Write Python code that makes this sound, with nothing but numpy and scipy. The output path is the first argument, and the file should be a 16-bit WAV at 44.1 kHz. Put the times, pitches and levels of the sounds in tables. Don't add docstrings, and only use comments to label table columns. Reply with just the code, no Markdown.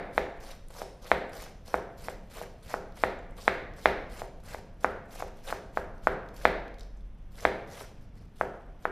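import sys
import numpy as np
from scipy import signal
from scipy.fft import rfft, irfft, next_fast_len
from scipy.io import wavfile
from scipy.ndimage import uniform_filter1d, map_coordinates

SR = 44100
rng = np.random.default_rng(int(sys.argv[2]) if len(sys.argv) > 2 else 0)


def how_loud(loudness_db):
    steps = np.asarray(loudness_db, float) / 20
    return 10 ** steps


def store_wav(level_fs):
    pcm = np.round(np.clip(np.atleast_2d(level_fs), -1, 1) * 32767)
    wavfile.write(sys.argv[1], SR, pcm.T.astype(np.int16))


N = 392931


def unit(x):
    return x / np.sqrt(np.mean(x ** 2) + 1e-20)


def along(points, hz):
    f, v = np.transpose(points)
    return np.interp(np.log(hz + 1), np.log(f + 1), v)


def curves(rows):
    s, *cols = np.transpose(rows)
    return [np.interp(np.arange(N) / SR, s, c) for c in cols]


def wobble(rate):
    knots = rng.standard_normal(int(N * rate / SR) + 4)
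    return map_coordinates(knots, [np.arange(N) * rate / SR])


def coloured(x, points):
    m = next_fast_len(len(x) + 8192)
    gain = how_loud(along(points, np.fft.rfftfreq(m, 1 / SR)))
    return irfft(rfft(x, m) * gain, m)[:len(x)]


def add(track, s, x):
    start = round(s * SR)
    part = x[max(-start, 0):][:len(track) - max(start, 0)]
    track[max(start, 0):][:len(part)] += part


# (t/s, level/dB)
HUM_LEVEL = [
    (0.0, -58),
    (0.87, -57.5),
    (1.17, -55),
    (4.17, -54),
    (4.34, -55),
    (6.58, -54),
    (6.75, -58),
    (7.27, -57.5),
    (7.64, -51.5),
    (8.91, -58.5),
]
# (f/Hz, level/dB per Hz)
DEEP_SPECTRUM = [(8.8, -30), (15, 0.5), (32, -1), (48, -5.5), (60, -15.5), (70, -29), (90, -18), (120, -45),
                 (200, -120)]
HUM_SPECTRUM = [(35, -29.5), (60, -2), (91, -2.5), (167, -6), (210, -6.5), (400, -26.5), (520, -49),
                (880, -120)]
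# (t/s, f/Hz, level/dB, octave level/dB)
ENGINE = [
    (3.9, 43.3, -70, -76),
    (4.45, 43.46, -64, -52),
    (4.9, 43.5, -68, -64),
    (5.5, 43.16, -60, -63),
    (6.2, 43, -55, -59),
    (6.55, 42.1, -41, -59),
    (7.0, 44.94, -41, -62),
    (7.3, 41.9, -46, -68),
    (7.6, 41.1, -75, -68.5),
]
# (f/Hz, level/dB per Hz)
AIR_SPECTRUM = [(150, -10.5), (250, 7.5), (579, 3.5), (3500, -13), (4440, -27.5), (6050, -20.5),
                (8380, -66), (10500, -66), (13100, -55.5), (15000, -42.5)]
DEEP_DB, AIR_DB = -47.5, -64.5


def background():
    hum_db, = curves(HUM_LEVEL)
    engine_hz, engine_db, octave_db = curves(ENGINE)
    noise = lambda spectrum: unit(coloured(rng.standard_normal(N), spectrum))
    phase = 2 * np.pi * np.cumsum(engine_hz + 0.5 * wobble(5.7)) / SR
    engine = how_loud(engine_db + 1.2 * wobble(6)) * np.sin(phase)
    engine += how_loud(octave_db + 1.5 * wobble(5.6)) * np.sin(2 * phase)
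    deep = how_loud(DEEP_DB + 1.5 * wobble(2.8)) * noise(DEEP_SPECTRUM)
    hum = how_loud(hum_db + 2.0 + 0.7 * wobble(3.3)) * noise(HUM_SPECTRUM)
    air = how_loud(AIR_DB + 1.0 + 0.54 * wobble(3.6)) * noise(AIR_SPECTRUM)
    return deep + engine + hum + air


# (f/Hz, t60/s)
REVERB_TIME = [(150, 0.95), (400, 1), (1000, 0.76), (2700, 0.65), (7000, 0.48), (14000, 0.56)]
# (f/Hz, level/dB)
WALL_COLOUR = [(100, 16), (400, -0.5), (1000, -2), (2500, -1), (6000, 7.5), (14000, -11)]


def room_answer():
    hz, t, z = signal.stft(rng.standard_normal(SR), SR, nperseg=256)
    decay_db = along(WALL_COLOUR, hz)[:, None] - 60 * t / along(REVERB_TIME, hz)[:, None]
    answer = signal.istft(z * how_loud(decay_db), SR, nperseg=256)[1]
    answer = answer * (1 - np.exp(-(np.arange(len(answer)) / SR / 0.0011) ** 2))
    return answer / np.linalg.norm(answer)


def tearing(spectrum, rate, spread_db, hiss, patchy_db):
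    size = np.minimum(rng.exponential(size=N), 3)
    bursts = (rng.random(N) < rate / SR) * how_loud(spread_db * size) * rng.standard_normal(N)
    z = signal.stft(unit(bursts) + hiss * rng.standard_normal(N), nperseg=256)[2]
    field = uniform_filter1d(rng.standard_normal(z.shape), size=9, axis=0)
    field = uniform_filter1d(field, size=7, axis=1)
    patchy = signal.istft(z * how_loud(patchy_db * unit(field)), nperseg=256)[1][:N]
    return unit(coloured(patchy, spectrum))


# (bite t/s, cut length/s, level at the end/dB, swell during the cut/dB)
CUTS = [(0.133, 0.046, -55.5, 9), (0.408, 0.1, -56.5, 5), (.705, 0.09, -52, 13.5), (1.025, 0.09, -54.5, 8),
        (1.332, .11, -55, 4.5), (1.66, 0.086, -56, 8.5), (1.978, 0.1, -54, 10.5),
        (2.306, 0.089, -51.5, 10.5), (2.63, 0.095, -51.5, 13.5), (2.957, 0.076, -52.5, 10.5),
        (3.369, .11, -53.5, 10), (3.767, 0.11, -56.5, 8.5), (4.1, 0.091, -52.5, 13.5),
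        (4.437, 0.094, -53.5, 11), (4.81, 0.033, -59, 6), (5.108, 0.092, -52.5, 7.5),
        (5.35, 0.039, -67, 13), (5.439, 0.065, -50, 9), (5.735, 0.029, -56.5, 14.5),
        (6.034, 0.038, -59, 6.5), (6.342, 0.11, -53, 13), (6.784, 0.039, -72.5, 2), (7.313, 0.13, -52, 21),
        (7.674, 0.13, -51, 16.5), (8.013, .025, -76.5, -0.5), (8.155, 0.08, -76.5, -0.5),
        (8.36, 0.051, -58.5, 13.5), (8.801, 0.053, -64.5, 14)]
BITE_S, BITE_DB = 0.01, 14
FEED_S, FEED_DB = 0.07, 10
RUSTLE_DB = -84


def stroke_gain(swell_share, settle_db_per_s):
    t, power = np.arange(N) / SR, np.full(N, how_loud(RUSTLE_DB) ** 2)
    for s, length, db, swell_db in CUTS:
        entry_db = db - swell_share * swell_db
        times = [-BITE_S - FEED_S, -BITE_S, 0, length, length + 1]
        levels = [entry_db - BITE_DB - FEED_DB, entry_db - BITE_DB, entry_db, db, db - settle_db_per_s]
        power += how_loud(2 * np.interp(t - s, times, levels, -200, -200))
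    return np.sqrt(power)


# (f/Hz, level/dB per Hz)
LEAF_SPECTRUM = [(1760, -54), (3000, -2.5), (4170, -0.5), (5180, -1.5), (6870, -5.5), (13100, -7),
                 (14600, -12), (15000, -47.5)]
# (f/Hz, level/dB per Hz)
RIB_SPECTRUM = [(250, -23.5), (500, 3), (800, -3.5), (1500, -7), (2500, -10.5), (4000, -22.5),
                (6000, -30.5)]
# (t/s, peak level/dB, f/Hz)
SHRED_SNAPS = [(0.684, -45, 9900), (0.768, -44.5, 5940), (0.817, -40.5, 4800), (1.044, -41, 5150),
               (1.2945, -51, 9700), (1.678, -37.5, 4740), (2.9216, -48, 3800), (3.19, -53, 6000),
               (3.308, -55, 8560), (3.7369, -50, 4320), (4.4019, -52, 3730), (5.9798, -53, 4470),
               (6.2875, -45, 3960), (6.3644, -40.5, 4770), (6.3884, -56, 5460), (6.68, -45.5, 3760),
               (6.7415, -47, 3920), (6.785, -44, 4270), (6.795, -42, 4930), (6.8083, -38, 4130),
               (6.832, -46, 4470), (6.9719, -60.5, 6150), (7.0075, -56, 3647), (7.2429, -67, 3660),
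               (7.3552, -48, 3990), (7.4065, -36.5, 5470), (7.734, -42.5, 5500)]
LEAF_SETTLE_DB_PER_S = 260
RIBS_DB, RIBS_SETTLE_DB_PER_S, RIBS_SWELL = 5.5, 157, 1.15
SKIN_DB, SKIN_HZ, SNAP_T60_S = 11.5, 5300, 0.018


def crunch(jerk_db):
    leaves = stroke_gain(1, LEAF_SETTLE_DB_PER_S) * tearing(
        LEAF_SPECTRUM, rate=2300, spread_db=0.5, hiss=0.34, patchy_db=2.5)
    ribs = how_loud(RIBS_DB) * stroke_gain(RIBS_SWELL, RIBS_SETTLE_DB_PER_S) * tearing(
        RIB_SPECTRUM, rate=800, spread_db=1.0, hiss=1.0, patchy_db=3)
    out = how_loud(2.0 + jerk_db) * (leaves + ribs)
    t = np.arange(SR // 20) / SR
    skins = [(s, db - swell_db + SKIN_DB, SKIN_HZ * np.exp(0.4 * rng.standard_normal()))
             for s, _, db, swell_db in CUTS]
    for s, db, hz in skins + list(SHRED_SNAPS):
        noise = rng.standard_normal(len(t))
        peak = signal.lfilter(*signal.iirpeak(hz, 2.5, SR), noise)
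        snap = unit(peak) + 0.29 * np.diff(noise, prepend=0)
        add(out, s, how_loud(db - 6.5 - 60 * t / SNAP_T60_S) * snap)
    return out + how_loud(-8.5) * signal.fftconvolve(out, room_answer())[:N]


def ring(modes, t):
    return sum(how_loud(db) * np.sin(2 * np.pi * hz * t) * np.exp(-np.pi * width * t) for hz, width, db in modes)


# (f/Hz, level/dB, t60/s)
ROOM_MODES = [(62.2, 6.5, .26), (184, -4, 0.64), (338.5, -6, 0.51), (385.3, 6, 0.44), (423.7, 3.5, .5),
              (490.4, -3, 0.45), (504.5, 8, 0.36), (552, -3.5, 0.55), (591, -8, .6), (638.4, 1.5, 0.42),
              (689, -2.5, 0.92), (759, -9, 0.72), (807, -6, .6), (928, -3, 0.57)]


def standing_waves(t):
    drift = np.cumsum(rng.standard_normal((len(ROOM_MODES), SR)), axis=1) * 0.0089
    waves = sum(how_loud(level - 60 * t / t60) * np.sin(2 * np.pi * hz * t + phase)
                for (hz, level, t60), phase in zip(ROOM_MODES, drift))
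    return waves * (1 - np.exp(-t / 0.01))


# (deepest swing t/s, peak/dB, second mode/dB, upper modes/dB, crack/dB)
IMPACTS = [(0.1797, -11, -28, -4, -27.5), (0.8183, -22.5, -23, -14.5, -11),
           (1.1168, -8, -21.5, -2.5, -30.5), (1.6825, -38, -25, -29, -1), (1.7428, -12.5, -7.5, -11, -45),
           (2.0851, -23.5, -22, -6, -32), (2.4156, -25, -24, -23, -20), (2.7415, -17.5, -5.5, -41, -40),
           (3.0377, -11, -12.5, -3.5, -35.5), (3.4799, -12, -13, 2.5, -24.5),
           (3.8581, -7.5, -16.5, -0.5, -25.5), (4.2191, -22.5, -41, -16, -34),
           (4.5469, -25.5, -21.5, -10, -33.5), (4.846, -13.5, -0.5, -9.5, -33),
           (5.2246, -21, -16, -14, -32), (5.5037, -37.5, -2.5, 5, -21), (5.5265, -20, -4.5, -31, -17.5),
           (5.7735, -16, -3.5, -35.5, -46), (6.072, -11, -1, -11, -51.5), (6.454, -7.5, -11.5, -0.5, -44.5),
           (7.4527, -8.5, -41, -3, -25.5), (7.8114, -34, -15, -15, -30), (8.4121, -14, -3.5, -34.5, -29),
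           (8.8544, -18, 0.5, -39, -58)]
# (peak/dB, second mode/dB, upper modes/dB, crack/dB)
EARLIER_IMPACT = (-3, -24, -3, -24)
# (f/Hz, width/Hz, level/dB)
BENDING_MODES = [(659, 271, 2.5), (554, 120, -14)]
# (f/Hz, width/Hz, level/dB)
SECOND_MODES = [(1477, 530, 2), (1010, 3400, -13.5)]
# (f/Hz, width/Hz, level/dB)
UPPER_MODES = [(2083, 530, -1.5), (1755, 420, -5), (3500, 920, -9)]
# (delay t/s, level/dB)
REFLECTIONS = [
    (.0046, -16.5),
    (.0062, -25.5),
    (0.0095, -23.5),
]
EARLIER_S = -0.16
SWING_S = 0.0011
ROOM_DB, SPRAY_DB = -8.5, -13


def knocks():
    out, t = np.zeros(N), np.arange(SR) / SR
    short = t[:SR // 40]
    push = np.pad(np.hanning(14), (22, 0)) / 6.5
    growth = 1 - np.exp(-(short / 0.0006) ** 2)
    reflections = np.zeros(len(short))
    reflections[0] = 1
    for delay, db in REFLECTIONS:
        add(reflections, delay, how_loud([db]))
    small_source = signal.butter(2, 290, "high", fs=SR)
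    soft = signal.butter(2, 2000, "low", fs=SR)
    firm = signal.butter(2, 3200, "low", fs=SR)
    edges = signal.butter(2, [2400, 4000], "band", fs=SR)
    dip = signal.iirnotch(2880, 6, SR)
    dull = signal.butter(1, 5000, "low", fs=SR)
    same_room = room_answer()
    for s, db, second_db, upper_db, crack_db in [(EARLIER_S, *EARLIER_IMPACT)] + list(IMPACTS):
        second = how_loud(second_db + 5.5) * signal.lfilter(*firm, ring(SECOND_MODES, short))
        upper = how_loud(upper_db + 4.5) * ring(UPPER_MODES, short)
        higher = signal.lfilter(push, 1, [second, upper])
        bending = signal.lfilter(*soft, growth * ring(BENDING_MODES, short))
        parts = signal.lfilter(*small_source, np.vstack([bending, higher]))
        modes = signal.lfilter(*dip, parts.sum(axis=0))
        crack = signal.lfilter(*dull, np.diff(rng.standard_normal(len(short) + 1)))
        crack = crack * how_loud(crack_db - 1.5 - 60 * short / 0.008)
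        spray = signal.lfilter(*edges, rng.standard_normal(len(short))) * how_loud(-60 * short / 0.0073)
        spray *= how_loud(SPRAY_DB) * (how_loud(upper_db) + 0.3 * how_loud(second_db))

        start = s - SWING_S
        direct = np.convolve(modes, reflections) + np.pad(growth * crack, (0, len(short) - 1))
        add(out, start, how_loud(db + 5) * direct)
        add(out, start, how_loud(db - 28.5) * standing_waves(t))
        sources = [*parts, how_loud(6) * crack + spray]
        bending_room = how_loud(-1.5) * same_room + how_loud(-1) * room_answer()
        rooms = [bending_room, room_answer(), room_answer(), room_answer()]
        reverb = sum(signal.fftconvolve(source, room) for source, room in zip(sources, rooms))
        add(out, start, how_loud(db + 6.5 + ROOM_DB) * reverb)
    return out


# (f/Hz, side minus mid level/dB)
STEREO_WIDTH = [(3500, -52.5), (4500, -24.5), (6000, -10), (9000, -4), (14000, -5.5)]


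def scene():
    jerk_db = 0.93 * wobble(35) + 1.4 * wobble(90)
    mid = knocks() + crunch(jerk_db) + background()
    side = coloured(crunch(jerk_db) + background(), STEREO_WIDTH)
    return np.array([mid + side, mid - side])


def band_limit(x):
    return signal.sosfilt(signal.butter(12, 15170, fs=SR, output="sos"), x)


# (f/Hz, level/dB)
MIC_RESPONSE = [(14000, -1), (14350, -7), (14600, -40), (16000, -78.5)]


def record(dry):
    soft = dry / (1 + np.abs(dry / 1.3) ** 4) ** (1 / 4)
    mix = np.array([coloured(x, MIC_RESPONSE) for x in soft])
    return band_limit(mix)


dry = scene()
out = record(dry)
store_wav(out)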